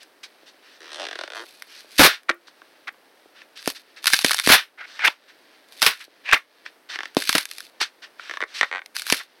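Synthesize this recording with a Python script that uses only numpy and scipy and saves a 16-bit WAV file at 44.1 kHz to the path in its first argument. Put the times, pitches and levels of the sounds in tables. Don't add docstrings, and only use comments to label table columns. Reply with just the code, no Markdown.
import sys
import numpy as np
from scipy import signal
from scipy.fft import rfft, irfft
from scipy.io import wavfile
from scipy.ndimage import map_coordinates

SR = 44100
rng = np.random.default_rng(int(sys.argv[2]) if len(sys.argv) > 2 else 0)


def int16_out(signal):
    q = np.round(np.clip(np.atleast_2d(signal).T, -1, 1) * 32767)
    wavfile.write(sys.argv[1], SR, q.astype(np.int16))


N = 414540
TIME = np.arange(N) / SR
TOP_HZ = 16000

# (time [s], length [s], level [dB], box boom [dB])
RIP_TIMES = [(1.992, 0.027, -6, -8.5), (2.031, 0.033, -6, -17), (4.489, 0.03, -10, -22.5),
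             (4.517, 0.028, -6, -36), (5.047, 0.016, -22, -45), (5.825, 0.017, -17.5, -38),
             (5.862, 0.014, -11.5, -50.5), (6.328, 0.012, -24.5, -27), (7.35, 0.0063, -17, -19)]
# (frequency [Hz], level [dB])
SNAP_SPECTRUM = [(100, -40), (400, -11.5), (900, 4), (1600, 15), (3000, 10.5), (4800, 10.5), (8000, 2),
                 (11500, 0.5), (16000, -25.5)]
# (crack peak [dB], treble tilt [dB per octave])
THINNESS_TILT = [(-18.5, 4.4), (3.5, 0.71)]
BRIGHT_HZ = 4030
# (frequency [Hz], level [dB])
PANEL_SPECTRUM = [(120, -50), (210, -31.5), (330, 1.5), (570, 3.5), (950, -2), (1600, 1), (2300, -3),
                  (3500, 1), (6000, -3), (10000, -16.5), (16000, -54.5)]
# (frequency [Hz], level [dB])
STRIP_SPECTRUM = [(120, -43), (350, -5.5), (700, -1.5), (1020, -2), (1310, 10.5), (1570, 5), (1880, 11),
                  (2400, -1), (3200, -6), (5000, -13.5), (8000, -29.5), (16000, -53.5)]
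# (frequency [Hz], level [dB])
SKIN_SPECTRUM = [(120, -37), (350, -20.5), (900, -6), (1700, 6), (2600, 3.5), (4500, 3.5), (6000, -5),
                 (9000, -19.5), (16000, -39)]
# (frequency [Hz], level [dB])
BOX_SPECTRUM = [(25, -31.5), (90, -18), (170, -4), (270, 4.5), (420, 2), (700, -0.5), (1500, -11),
                (6000, -59)]
SOFT_HZ = 1320


def undb(db):
    return 10 ** (np.asarray(db) / 20)


def unit(x):
    return x / np.sqrt(np.mean(x ** 2))


def add(track, s, sound):
    i = max(int(s * SR), 0)
    track[i:i + len(sound)] += sound[:N - i]


def through(x, response):
    return signal.fftconvolve(x, response)[:len(x)]


def tilted(points, db_per_octave, corner_hz):
    return [(hz, db + db_per_octave * np.log2(max(hz / corner_hz, 1))) for hz, db in points]


def board(points, lag_s=0, size=2048):
    f = np.arange(size // 2 + 1) * SR / size
    hz, db = np.transpose(points)
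    gain = undb(np.interp(np.log(f + 1), np.log(hz), db))
    cepstrum = irfft(np.log(gain))
    cepstrum[1:size // 2] *= 2
    cepstrum[size // 2 + 1:] = 0
    turns = lag_s * (2 * np.sqrt(1000 * f) - f * np.sqrt(1000 / TOP_HZ))
    return irfft(np.exp(rfft(cepstrum) - 2j * np.pi * turns))


def walk(rate):
    knots = rng.standard_normal(N // 20)
    return np.interp(TIME * rate, np.arange(len(knots)), knots)


def grains(rate, spread_db):
    chance, size, sign = rng.random(N), rng.exponential(size=N), rng.choice([-1, 1], N)
    clicks = (chance < rate / SR) * sign * undb(spread_db * np.minimum(size, 3))
    return unit(clicks / np.sqrt(rate))


def blow(response, path, scatter, ring_s):
    fading = np.exp(-TIME[:len(path)] / ring_s)
    force = scatter * path * fading / np.sqrt(ring_s * SR / 2)
    force[0] += 1
    sound = through(force, response)
    return sound / np.abs(sound).max()


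def paths(rows, hold_s, size=3072):
    out = rng.standard_normal((len(rows), size))
    for k in range(1, len(rows)):
        alike = np.exp(-abs(rows[k][0] - rows[k - 1][0]) / hold_s)
        out[k] = alike * out[k - 1] + np.sqrt(1 - alike ** 2) * out[k]
    return out


def scattered(response, count, scatter, ring_s):
    spots = [blow(response, rng.standard_normal(2048), scatter, ring_s) for _ in range(count)]
    return [unit(spot) for spot in spots]


def strokes(rows, rise_s, fall_s, swell=0):
    out, t = np.zeros(N), TIME[:SR // 2]
    for s, length, db in rows:
        rise = 1 - np.exp(-t / (rise_s + swell * length))
        fall = np.exp(-np.maximum(t - length, 0) / fall_s)
        add(out, s, undb(db) * rise * fall)
    return out


def stick_slip(curve):
    jitter_s, scatter_db = .0005, 1.5
    times, rates, levels, *others = np.transpose(curve)
    rows, s = [], times[0]
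    for late, louder in rng.standard_normal((64, 2)):
        if s < times[-1]:
            db = np.interp(s, times, levels) + scatter_db * louder
            rows.append((s + jitter_s * late, db, *(np.interp(s, times, column) for column in others)))
            s += 1 / np.interp(s, times, rates)
    return rows


def pull():
    # (time [s], fibre crackle [dB])
    pull_curves = [
        [(1.35, -48.5), (1.66, -54.5), (1.81, -50.5), (1.87, -60.5), (1.979, -39.5), (1.99, -13)],
        [(3.6, -50.5), (3.67, -41), (3.695, -32), (3.725, -48.5), (3.82, -53.5)],
        [(4.022, -52), (4.055, -32.5), (4.15, -23.5), (4.235, -36.5), (4.255, -24), (4.36, -33), (4.43, -36.5),
         (4.49, -21)],
        [(5.68, -59), (5.812, -45.5), (5.825, -22), (5.88, -41), (5.96, -55), (6.01, -46), (6.06, -55)],
        [(7.17, -29.5), (7.27, -35), (7.3, -27), (7.4, -27.5), (7.44, -50), (7.6, -44.5), (7.7, -59)],
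        [(8.945, -50), (8.965, -33.5), (9.05, -39.5), (9.11, -31), (9.14, -30), (9.2, -47.5), (9.27, -73)],
    ]
    force = np.zeros(N)
    for curve in pull_curves:
        times, levels = np.transpose(curve)
        force += np.interp(TIME, times, undb(levels), left=0, right=0)
    return force


def background(sound, loud_db=-11, depth_db=8, recover_s=0.1):
    # (frequency [Hz], level [dB])
    air_spectrum = [(30, -42), (75, -37.5), (160, -25), (290, -9), (600, -8.5), (1100, -14.5),
                    (1700, -13.5), (3600, -27), (7000, -24.5), (16000, -32)]
    air_db, grip_db, grip_wander_db = -57.5, -61, 3
    hush = undb(air_db) * unit(through(rng.standard_normal(N), board(air_spectrum)))
    rustle = unit(through(grains(rate=2600, spread_db=3), board(SKIN_SPECTRUM)))
    grip = undb(grip_db + grip_wander_db * walk(7.2)) * rustle
    fading = TIME / recover_s
    held = np.exp(np.maximum.accumulate(np.log(np.abs(sound) + 1e-9) + fading) - fading)
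    dip = held ** 2 / (held ** 2 + undb(loud_db) ** 2)
    return (hush + grip) * undb(-depth_db * dip)


def sliding():
    # (time [s], length [s], level [dB], sharp edge hiss against that level [dB])
    hand_strokes = [(0, 0.032, -63, 15), (0.23, 0.012, -46.5, 12.5), (0.457, 0.038, -62.5, 14),
                    (0.615, 0.16, -57, -1.5), (0.793, 0.47, -46, -26), (1.333, 0.091, -54, -15),
                    (1.676, 0.13, -57, 8.5), (2.111, 0.033, -35.5, -26), (2.468, 0.011, -53.5, 4.5),
                    (3.347, 0.075, -50.5, -27), (3.555, 0.042, -53, 10.5), (3.747, 0.021, -49.5, 8),
                    (2.585, 0.0085, -62, -12), (3.96, 0.021, -43.5, -4.5), (4.857, 0.19, -46, -7.5),
                    (5.278, 0.024, -50.5, -10), (6, 0.005, -36, -31), (6.236, 0.06, -46, -22),
                    (6.651, 0.014, -40, -16.5), (6.888, 0.064, -32.5, -22), (6.984, 0.09, -47.5, -12),
                    (7.801, 0.028, -24, -2.5), (8.018, 0.027, -39, -24), (8.18, 0.18, -44, -10),
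                    (8.464, 0.23, -49, -5), (8.539, 0.054, -44.5, 12), (9.133, 0.082, -43.5, -2)]
    edge_hz, edge_q = 11000, 1
    peel_db = -12.5
    flap_db, flap_s, flap_fall_s = -16.5, 0.039, 0.022

    spots = scattered(board(SKIN_SPECTRUM), count=4, scatter=0.59, ring_s=0.00051)
    shares = np.array([undb(6.8 * walk(18)) for _ in spots])
    shares /= np.sqrt(np.sum(shares ** 2, axis=0))
    hiss = np.zeros(N)
    for share, spot in zip(shares, spots):
        hiss += share * through(grains(rate=5700, spread_db=1.0), spot)
    hiss = unit(hiss * undb(0.75 * walk(44)))
    edge = unit(signal.lfilter(*signal.iirpeak(edge_hz, edge_q, fs=SR), hiss))

    skin_rows = [(s, length, db) for s, length, db, _ in hand_strokes]
    edge_rows = [(s, length, db + sharp) for s, length, db, sharp in hand_strokes]
    flap_rows = [(s + length, flap_s, db + flap_db) for s, length, db, _ in RIP_TIMES]
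    skin = strokes(skin_rows, rise_s=0.004, fall_s=0.017, swell=0.096)
    edges = strokes(edge_rows, rise_s=0.0037, fall_s=0.012, swell=0.11)
    flaps = strokes(flap_rows, rise_s=.004, fall_s=flap_fall_s)
    return (skin + flaps + undb(peel_db) * pull()) * hiss + edges * edge


def ticks():
    # (time [s], peak level [dB])
    tick_times = [(0.031, -34), (0.238, -30.5), (1.6223, -19), (1.985, -13), (2.233, -39.5), (3.575, -28),
                  (3.627, -26.5), (3.659, -15), (3.7017, -15), (4.043, -12), (4.0576, -6), (4.0801, -6),
                  (4.1025, -12), (4.1288, -13), (4.19, -6), (4.2155, -15), (4.22, -15), (4.2625, -4.5),
                  (4.269, -9), (4.295, -4.5), (4.3089, -3), (4.3321, -7), (4.345, -4.5), (4.383, -12.5),
                  (4.3888, -6.5), (4.398, -3), (4.441, -17), (4.4618, -12), (5.723, -31), (5.857, -7.5),
                  (7.148, -26.5), (7.212, -19), (7.2222, -10.5), (7.2739, -15.5), (7.3283, -3.5),
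                  (7.4546, -11.5), (7.5131, -17), (7.583, -18.5), (7.605, -19.5), (7.815, -13.5),
                  (8.8605, -23), (8.951, -24), (8.9585, -18.5), (8.966, -7.5), (8.997, -14), (9.02, -14.5),
                  (9.067, -14.5), (9.085, -17.5), (9.092, -16), (9.1366, -9.5), (9.144, -10.5)]
    out = np.zeros(N)
    for (s, db), path in zip(tick_times, paths(tick_times, hold_s=0.012)):
        tilt = np.interp(db, *np.transpose(THINNESS_TILT))
        tick = board(tilted(SNAP_SPECTRUM, tilt, BRIGHT_HZ), lag_s=.0006)
        add(out, s, undb(db) * blow(tick, path, scatter=1.6, ring_s=.0016))
    return out


def knocks():
    # (time [s], peak level [dB])
    knock_times = [(.43, -44), (1.844, -42.5), (2.048, -5), (2.072, -14), (2.301, -18), (3.256, -41.5),
                   (6.078, -44), (7.812, -31), (8.424, -25.5)]
    # (frequency [Hz], level [dB])
    spectrum = [(40, -22.5), (130, -26.0), (300, 2.0), (600, 4.5), (1500, -24.0), (6000, -52.5)]
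    out, wall = np.zeros(N), board(spectrum, lag_s=0.002)
    for (s, db), path in zip(knock_times, paths(knock_times, hold_s=0.02)):
        add(out, s, undb(db) * blow(wall, path, scatter=0.16, ring_s=0.0065))
    return out


def thumb():
    # (time [s], slip rate [1/s], peak level [dB],
    # treble tilt [dB per octave], resonance under the thumb [Hz])
    pushes = [
        [(.805, 79, -34, 0.5, 350), (.89, 82, -34, -3.5, 380), (.94, 67, -21.5, 0.5, 447),
         (.982, 115, -27, -2.5, 600), (1.044, 73, -18.5, -2.5, 620)],
        [(1.358, 105, -21, -3.5, 705), (1.39, 118, -23.5, -1.5, 900), (1.442, 120, -32.5, -11, 1010)],
    ]
    # (time [s], peak level [dB])
    single_slips = [(1.052, -19), (1.067, -20), (1.086, -19.5), (1.111, -20), (1.129, -19.5), (1.155, -20),
                    (1.189, -18.5), (1.211, -18.5), (1.236, -20), (1.277, -24.5), (1.302, -24),
                    (1.32, -26.5), (1.334, -24), (1.348, -24.5)]
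    single_tilt, single_spot_hz = -2, 1740
    spot_db, spot_octaves = 4, 0.39

    slips = [slip for push in pushes for slip in stick_slip(push)]
    slips = sorted(slips + [(s, db, single_tilt, single_spot_hz) for s, db in single_slips])
    out, hz = np.zeros(N), np.geomspace(120, TOP_HZ, 64)
    panel_hz, panel_db = np.transpose(PANEL_SPECTRUM)
    plain = np.interp(np.log(hz), np.log(panel_hz), panel_db)
    for (s, db, tilt, spot_hz), path in zip(slips, paths(slips, hold_s=0.071)):
        spot = spot_db * np.exp(-(np.log2(hz / spot_hz) / spot_octaves) ** 2)
        panel = board(tilted(zip(hz, plain + spot), tilt, SOFT_HZ), lag_s=0.0021)
        chirp = blow(panel, path, scatter=1.3, ring_s=.004)
        add(out, s, undb(db) * chirp)
    return out


def crackle():
    # (frequency [Hz], level [dB])
    fibre_spectrum = [(100, -34), (400, -32), (850, -24), (1600, -2), (2800, 4.5), (4500, 5), (8000, -1.5),
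                      (11500, -2.5), (16000, -16)]
    catch_db, catch_per_s = 2.2, 90
    force = pull()
    rate = 35 + 60 * np.sqrt(force / force.max())
    out = np.zeros(N)
    for spot in scattered(board(fibre_spectrum, lag_s=.0005), count=6, scatter=1.3, ring_s=0.0022):
        fibres = grains(rate, spread_db=4) + .6 * grains(rate=900, spread_db=1)
        out += through(fibres * undb(2.0 * walk(47)), spot)
    return force * undb(catch_db * walk(catch_per_s)) * unit(out)


def rips():
    # (frequency [Hz], level [dB])
    rip_spectrum = [(100, -28), (500, -8.5), (900, -8.5), (1600, -2), (2500, -4), (5000, -7), (8000, -15.5),
                    (11500, -13), (16000, -23)]
    fibres = grains(rate=5400, spread_db=2.0) * undb(0.5 * walk(300))
    tear_rows = [(s, length, db) for s, length, db, _ in RIP_TIMES]
    boom_rows = [(s, length, boom_db) for s, length, _, boom_db in RIP_TIMES]
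    tear = unit(through(fibres, board(rip_spectrum, lag_s=.0007)))
    boom = unit(through(fibres, board(BOX_SPECTRUM)))
    tear = tear * strokes(tear_rows, rise_s=0.00057, fall_s=0.012)
    boom = boom * strokes(boom_rows, rise_s=0.0024, fall_s=0.0078)
    return tear + boom


def lurch():
    deep = signal.butter(2, [20, 125], "band", fs=SR, output="sos")
    rumble = signal.sosfilt(deep, rng.standard_normal(N))
    return unit(rumble) * strokes([(1.996, 0.014, -17)], rise_s=0.0013, fall_s=0.0019)


def snaps():
    # (time [s], crack peak [dB], box thump peak [dB])
    snap_times = [(1.9961, -5.5, -0.5), (3.6756, -6, -8), (4.0693, 2, -29), (4.0765, -0.5, -41.5),
                  (4.134, 5.5, -28.5), (4.1416, 1.5, -33), (4.246, 5, -3.5), (4.3149, -1, -50),
                  (4.4735, 1.5, -4), (4.5, 1.5, -2.5), (5.819, 1, -49), (5.8265, 3, -22), (5.8644, 8, -50),
                  (6.3309, -1, -32), (7.168, -4, -1), (7.2922, 1.5, -19.5), (7.3524, 1, -6.5),
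                  (7.3812, -2.5, -26), (9.1005, -2, -49), (9.124, 3, -6.5)]
    out, wall = np.zeros(N), board(BOX_SPECTRUM, lag_s=.0007)
    for (s, db, thump_db), path in zip(snap_times, paths(snap_times, hold_s=0.031)):
        tilt = np.interp(db, *np.transpose(THINNESS_TILT))
        crack = board(tilted(SNAP_SPECTRUM, tilt, BRIGHT_HZ), lag_s=.0008)
        add(out, s, undb(db) * blow(crack, path, scatter=1.8, ring_s=0.0029))
        add(out, s, undb(thump_db) * blow(wall, path, scatter=.15, ring_s=.003))
    return out


def creaks(slip_hz=620, bass_cut_hz=750):
    # (time [s], length [s], level [dB],
    # tension [factor on the strip's resonances])
    creak_times = [(2.284, 0.029, -27, 1.06), (2.871, 0.021, -30.5, 1.1), (4.773, 0.082, -37.5, 1.08),
                   (4.989, 0.069, -27, 1.17), (5.034, 0.024, -15, 1.2), (5.067, 0.0092, -12, 1.38),
                   (6.248, 0.13, -28, 1.27), (6.324, 0.01, -7, 1), (6.334, 0.0096, -9, 1.41),
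                   (8.617, 0.03, -26, 1.1), (9.196, 0.018, -31.5, 1.07)]
    waver, waver_per_s = .07, 110
    cycles = np.floor(np.cumsum(slip_hz * np.exp(0.51 * walk(200))) / SR)
    slips = unit(np.diff(cycles, prepend=0))
    train = (slips + .7 * rng.standard_normal(N)) * undb(2.5 * walk(200))
    train = signal.sosfilt(signal.butter(2, bass_cut_hz, "high", fs=SR, output="sos"), train)
    wavering = np.cumsum(1 + waver * walk(waver_per_s))
    out = np.zeros(N)
    for s, length, db, tension in creak_times:
        ring = through(train, board([(tension * hz, gain) for hz, gain in STRIP_SPECTRUM]))
        ring = map_coordinates(ring, [wavering], order=1, mode="mirror")
        out += unit(ring) * strokes([(s, length, db)], rise_s=.001, fall_s=0.004, swell=0.12)
    return out


def strip(panel_db=-13):
    # (time [s], peak level [dB],
    # tension [factor on its resonances], treble tilt [dB per octave])
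    finger_slips = [(2.293, -3, 0.96, -1), (2.2975, -5.5, 1.14, 5.5), (2.482, -34.5, 0.83, 3),
                    (2.618, -34, 0.86, 0.5), (2.88, -21.5, 0.82, 11), (2.944, -45, 0.68, 5),
                    (3.418, -29.5, 1.34, 1), (4.993, -19.5, 0.92, 4.5), (5.0785, 0, 1.82, -2.5),
                    (5.081, -11.5, 0.69, -4), (6.29, -12.5, 1.4, -3.5), (6.3135, -9.5, 1.33, 3.5),
                    (6.662, -21.5, 1.24, -0.5), (6.958, -15, 1.05, 4), (6.989, -14.5, 0.94, 5),
                    (7.006, -14.5, 1.07, 0.5), (7.033, -17.5, 0.8, 8), (7.056, -20, 0.99, 7),
                    (7.813, -16, 0.65, 5), (8.196, -22, 1.08, -2), (8.296, -18, 0.92, 4),
                    (8.311, -15.5, 0.98, 4.5), (8.338, -19, 0.85, 6.5), (8.3715, -15.5, 0.89, 4),
                    (8.405, -14, 0.93, -3), (8.416, -15, 1.07, 3), (8.4245, -9, 1.13, -7),
                    (8.437, -10.5, 1.06, -10), (8.611, 0.5, 1.04, 1.5), (8.6305, -2, 1.03, -2.5),
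                    (8.818, -25.5, 1.14, -5)]
    # (time [s], slip rate [1/s], peak level [dB], tension [factor],
    # treble tilt [dB per octave])
    judder = [(8.714, 82, -14.5, 1.08, -3), (8.75, 95, -13, 1.1, -5), (8.797, 92, -22, 1.12, -4)]
    taut_db = -56

    out, panel = np.zeros(N), board(PANEL_SPECTRUM, lag_s=0.002217)
    slips = sorted(map(tuple, list(finger_slips) + stick_slip(judder)))
    for (s, db, tension, tilt), path in zip(slips, paths(slips, hold_s=0.098)):
        tightened = [(tension * hz, gain) for hz, gain in STRIP_SPECTRUM]
        ring = board(tilted(tightened, tilt, SOFT_HZ), lag_s=0.001049)
        add(out, s, undb(db) * blow(ring, path, scatter=.8, ring_s=.003))
        answer_db = db + panel_db + taut_db * max(tension - 1, 0)
        add(out, s, undb(answer_db) * blow(panel, path[::-1], scatter=.5, ring_s=.006))
    return out


def pops():
    # (time [s], level [dB], tension [factor on its modes])
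    pop_times = [(2.298, -24, 1), (5.079, -37.5, 1.7)]
    # (frequency [Hz], level [dB], time to fall 60 dB [s])
    pop_modes = [(344, -11.5, 0.23), (1560, -8.5, .11), (1775, -6, .07), (1780, -3.5, .07)]
    out, t = np.zeros(N), TIME[:SR // 4]
    for s, db, tension in pop_times:
        for hz, gain, t60 in pop_modes:
            mode = np.sin(2 * np.pi * tension * hz * t) * np.exp(-np.log(1000) * t / t60)
            add(out, s, undb(db + gain) * mode)
    return out


def walls(x):
    # (frequency [Hz], width [Hz], boost [dB])
    wall_modes = [(1448, 8.9, 0.5), (1660, 49, 1.5), (2180, 7.3, 0.5), (3620, 28, 6.5)]
    out = x.copy()
    for hz, width, db in wall_modes:
        out += (undb(db) - 1) * signal.lfilter(*signal.iirpeak(hz, hz / width, fs=SR), x)
    return out


def room(x, wet_db, t60_s, treble_t60_s):
    t = TIME[:SR // 2]
    noise = rng.standard_normal(len(t))
    body = signal.sosfilt(signal.butter(2, [300, 5000], "band", fs=SR, output="sos"), noise)
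    treble = signal.sosfilt(signal.butter(2, 6000, "high", fs=SR, output="sos"), noise)
    tail = body * 1000 ** (-t / t60_s) + treble * 1000 ** (-t / treble_t60_s)
    tail *= np.clip(t / 0.003 - .5, 0, 1)
    return x + undb(wet_db) * through(x, tail / np.sqrt(np.sum(tail ** 2)))


def scene():
    tearing = snaps() + ticks() + crackle() + rips() + lurch()
    handling = thumb() + strip() + creaks() + pops() + sliding() + knocks()
    parcel = room(walls(tearing + handling), wet_db=-16.5, t60_s=0.14, treble_t60_s=0.18)
    return (parcel + background(parcel))[None]


def record(dry, notch_hz=7100, notch_q=2.7, depth=.65, lopsided=0.006):
    ceiling = .75
    top = signal.ellip(10, .1, 60, TOP_HZ, fs=SR, output="sos")
    notched = signal.lfilter(*signal.iirnotch(notch_hz, notch_q, fs=SR), dry)
    dulled = dry + depth * (notched - dry)
    driven = np.tanh(signal.sosfilt(top, dulled) / ceiling)
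    low = signal.butter(1, [25, 250], "band", fs=SR, output="sos")
    bump = signal.sosfilt(low, driven ** 2)
    return signal.sosfiltfilt(top, ceiling * driven + lopsided * bump)


dry = scene()
out = record(dry)
int16_out(out)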